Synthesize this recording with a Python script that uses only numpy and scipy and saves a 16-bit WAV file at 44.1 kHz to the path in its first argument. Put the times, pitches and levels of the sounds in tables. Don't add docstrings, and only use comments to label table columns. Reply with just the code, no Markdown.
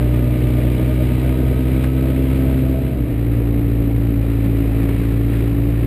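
import sys
import numpy as np
from scipy import signal
from scipy.fft import rfft, irfft
from scipy.io import wavfile

SR = 44100
rng = np.random.default_rng(int(sys.argv[2]) if len(sys.argv) > 2 else 0)


def transcribe(u):
    v = np.clip(np.atleast_2d(u).T, -1, 1)
    q = np.round(v * 32767).astype(np.int16)
    wavfile.write(sys.argv[1], SR, q)


N = 258426
TIME = np.arange(N) / SR

# frequency in Hz, relative density in dB.
CRUNCH_SPECTRUM = [(470, -34), (800, -9.5), (947, -4.5), (1030, -8.5), (1240, -6), (1380, -10.5),
                   (1480, -5.5), (1720, -8.5), (2280, -4), (3500, -14), (3900, -17), (5030, -26),
                   (6000, -31.5), (7800, -79), (13200, -120)]
# time in seconds, firings per second.
PULLING_FIRINGS = [(0, 60.2), (.45, 61.3), (.53, 60.7), (.78, 62.1), (1.08, 62.2), (1.38, 63.9),
                   (1.5, 63.6), (2.33, 66.0), (2.54, 65.2), (2.83, 65.6), (2.96, 63.9), (3.2, 63.2)]


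def from_db(db):
    return 10 ** (np.asarray(db) / 20)


def rms_one(x):
    return x / np.sqrt(np.mean(x ** 2) + 1e-20)


def in_time(rows):
    seconds, *columns = np.transpose(rows)
    return [np.interp(TIME, seconds, column) for column in columns]


def drift(pole_hz):
    step = 40
    r = np.exp(-2 * np.pi * pole_hz * step / SR)
    noise = rng.standard_normal(N // step + 2002)
    slow = signal.lfilter([1], [1, -2 * r, r * r], noise)[2000:]
    return np.interp(np.arange(N) / step, np.arange(len(slow)), rms_one(slow))


def resonance(x, hz, width_hz):
    r = np.exp(-np.pi * width_hz / SR)
    feedback = [1, -2 * r * np.cos(2 * np.pi * hz / SR), r * r]
    return signal.lfilter([(1 - r * r) / 2, 0, (r * r - 1) / 2], feedback, x)


def coloured(x, spectrum):
    hz, db = np.transpose(spectrum)
    bins_hz = np.maximum(np.fft.rfftfreq(N, 1 / SR), 1)
    curve_db = np.interp(np.log(bins_hz), np.log(hz), db, left=-90, right=-90)
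    return rms_one(irfft(rfft(x) * from_db(curve_db), N))


def gravel(clatter, later):
    # time in seconds, crunch level in dB.
    track = [(0.0, -38.5), (0.37, -39.5), (0.47, -37.5), (1.76, -39), (1.84, -37), (1.89, -40.5),
             (2.32, -37.5), (3.04, -43.5), (3.38, -41.5), (3.86, -43), (4.91, -39), (5.22, -41),
             (5.41, -38), (5.54, -41.5), (5.8, -41.5)]
    # frequency in Hz, relative density in dB.
    rumble_spectrum = [(15, -37), (25, -23), (53, -2), (130, -4), (150, -7), (173, -7), (315, -7.5),
                       (352, -11.5), (612, -16), (801, -29), (1100, -55), (1430, -76), (2420, -120)]
    # frequency in Hz, relative density in dB.
    later_rumble_spectrum = [(15, -41), (25, -18), (44, -4.5), (114, -2), (136, -4.5), (162, 0), (209, -7),
                             (282, -6), (381, -10), (814, -26), (1100, -44.5), (1430, -75), (2420, -120)]
    # frequency in Hz, relative density in dB.
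    later_crunch_spectrum = [(470, -37.5), (800, -10), (939, -4), (1340, -3), (1520, -7), (1810, -2.5),
                             (2430, -3.5), (3470, -13.5), (3970, -16), (5070, -24.5), (6000, -29.5),
                             (7800, -70.5), (13200, -120)]
    # frequency in Hz, width in Hz, gain in dB over the plain grains.
    panels = [(2240, 39, -20.5), (3910, 150, -2.5), (4930, 89, -0.5)]
    mean_rumble_db, rumble_follows = -23.5, 0.24

    crunch_db, = in_time(track)
    rumble_db = mean_rumble_db + rumble_follows * (crunch_db - crunch_db.mean())

    lumps = rng.standard_normal(N) * from_db(1.0 * drift(22))
    rumble = (1 - later) * coloured(lumps, rumble_spectrum) + later * coloured(lumps, later_rumble_spectrum)

    grains = rng.standard_normal(N) * from_db(0.58 * drift(11) + 1.0 * drift(140)) * clatter
    ringing = sum(from_db(db) * resonance(grains, hz, width_hz) for hz, width_hz, db in panels)
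    grains = grains + ringing
    crunch = (1 - later) * coloured(grains, CRUNCH_SPECTRUM) + later * coloured(grains, later_crunch_spectrum)
    return from_db(rumble_db) * rumble + from_db(crunch_db) * crunch


def stones():
    # start in seconds, strength in dB ahead of the swell's smoothing.
    shifting_stones = [(0.137, -31), (0.7184, -30), (1.29, -30), (1.8376, -25.5), (2.3006, -34),
                       (2.364, -33), (4.829, -30), (4.885, -31.5), (5.0316, -31), (5.1144, -36)]
    rise_s, fall_s = 0.0035, 0.0045
    thud_db, thud_hz = 3.5, 450

    burst = np.zeros(N)
    for start_s, db in shifting_stones:
        burst[round(start_s * SR)] = from_db(db)
    rise, fall = np.exp(-1 / (rise_s * SR)), np.exp(-1 / (fall_s * SR))
    tail = signal.lfilter([1], [1, -fall], burst)
    swell = signal.lfilter([1 - rise], [1, -rise], tail)

    crunch = coloured(rng.standard_normal(N), CRUNCH_SPECTRUM)
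    dull = signal.sosfilt(signal.butter(2, 3200, fs=SR, output="sos"), crunch)
    thud = from_db(thud_db) * rms_one(resonance(rng.standard_normal(N), thud_hz, 180))
    return swell * (dull + thud)


def whine(hz, db, throb_db, waver):
    throb_hz = 9.15
    throb = throb_db * np.cos(2 * np.pi * throb_hz * (TIME - .03))
    level = from_db(db + throb + 0.43 * drift(7.3))
    cycles = np.cumsum(hz * (1 + waver * drift(24.4))) / SR
    return np.sqrt(2) * level * np.sin(2 * np.pi * cycles)


def gears():
    # time in seconds, level in dB, throb depth in dB.
    whine_levels = [(0, -34, 4), (.45, -43, 8.5), (.92, -41, 11.5), (1.5, -45, 4.5), (2.0, -49, 5),
                    (2.2, -39, 3), (2.35, -46, 0), (2.47, -34, 0), (2.62, -41, 2), (2.8, -34, 4),
                    (3.0, -55, 3)]
    # time in seconds, pitch in Hz, level in dB.
    top_tone = [(0, 1232, -50.5), (.5, 1210, -51), (1.1, 1240, -49.5), (1.9, 1285, -48), (2.4, 1293, -53),
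                (2.8, 1292, -54), (3.05, 1255, -55)]
    whine_order, middle_share = 9.89, .75
    middle_db, upper_throb_db = -5.5, 3
    cut_s = 3.06

    firing_hz, = in_time(PULLING_FIRINGS)
    whine_db, whine_throb_db = in_time(whine_levels)
    top_hz, top_db = in_time(top_tone)
    low = whine(whine_order * firing_hz, whine_db, whine_throb_db, waver=.008)
    top = whine(top_hz, top_db, upper_throb_db, waver=0.0087)
    middle = whine(middle_share * top_hz, top_db + middle_db, upper_throb_db, waver=0.008)
    return (low + top + middle) * np.interp(TIME, [cut_s - .02, cut_s], [1, 0])


def engine(speed, levels, lags):
    # frequency in Hz, width in Hz, relative level in dB.
    pipe_modes = [(194, 27, -12), (275, 34, 27.5), (380, 110, -29), (584, 99, -4)]
    in_step_s = 3.003
    silencer_hz = 550

    firing_hz, = in_time(speed)
    boom_db, second_db, pipe_db, loss_db, gain_db = levels
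    boom_lag, second_lag = lags
    faster_hz = firing_hz - np.mean(speed, axis=0)[1]
    second_db = second_db - loss_db * faster_hz
    pipe_db = pipe_db + gain_db * faster_hz

    cycles = np.cumsum(firing_hz * (1 + .002 * drift(12))) / SR
    cycles = cycles - cycles[round(in_step_s * SR)]
    boom = from_db(boom_db + 0.25 * drift(25)) * np.cos(2 * np.pi * (cycles - boom_lag))
    second = from_db(second_db + 0.27 * drift(39)) * np.cos(4 * np.pi * (cycles - second_lag))

    fired = np.flatnonzero(np.diff(np.floor(cycles)))
    chance = rng.standard_normal((len(fired), len(pipe_modes)))
    pipe = 0
    for (hz, width_hz, db), uneven in zip(pipe_modes, chance.T):
        kicks = np.zeros(N)
        kicks[fired] = 1 + .14 * uneven
        pipe = pipe + from_db(db) * resonance(kicks, hz, width_hz)
    pipe = signal.sosfilt(signal.butter(4, silencer_hz, fs=SR, output="sos"), pipe)

    clatter = from_db(1.8 * np.cos(2 * np.pi * (cycles - .21)))
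    return np.sqrt(2) * (boom + second) + from_db(pipe_db) * rms_one(pipe), clatter


def scene():
    # time in seconds, firings per second.
    cruising_firings = [(3.15, 57.8), (3.77, 57.0), (4.41, 55.9), (4.84, 55.6), (5.32, 56.8), (5.37, 56.2),
                        (5.86, 57.8)]
    # the second order's loss in dB, the pipe's gain in dB
    pulling_levels = (-18.7, -18.5, -22, 0.44, .3)
    cruising_levels = (-19.5, -18.5, -22.5, -0.1, 0.2)
    pulling_lags, cruising_lags = (.07, .225), (.03, .14)

    later = np.interp(TIME, (2.67, 3.33), [0, 1])
    pulling = np.array(engine(PULLING_FIRINGS, pulling_levels, pulling_lags))
    cruising = np.array(engine(cruising_firings, cruising_levels, cruising_lags))
    motor, clatter = (1 - later) * pulling + later * cruising
    return (gravel(clatter, later) + stones() + gears() + motor)[None]


def record(dry):
    cutoff_hz = 15300
    low = signal.resample_poly(dry, 40, 147, axis=1, window=("kaiser", 9))
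    held = np.repeat(low, 4, axis=1)
    held = signal.resample_poly(held, 147, 160, axis=1)
    held = np.pad(held, ((0, 0), (0, 8)))[:, :N]
    return signal.sosfilt(signal.ellip(12, .5, 70, cutoff_hz, fs=SR, output="sos"), held)


dry = scene()
out = record(dry)
transcribe(out)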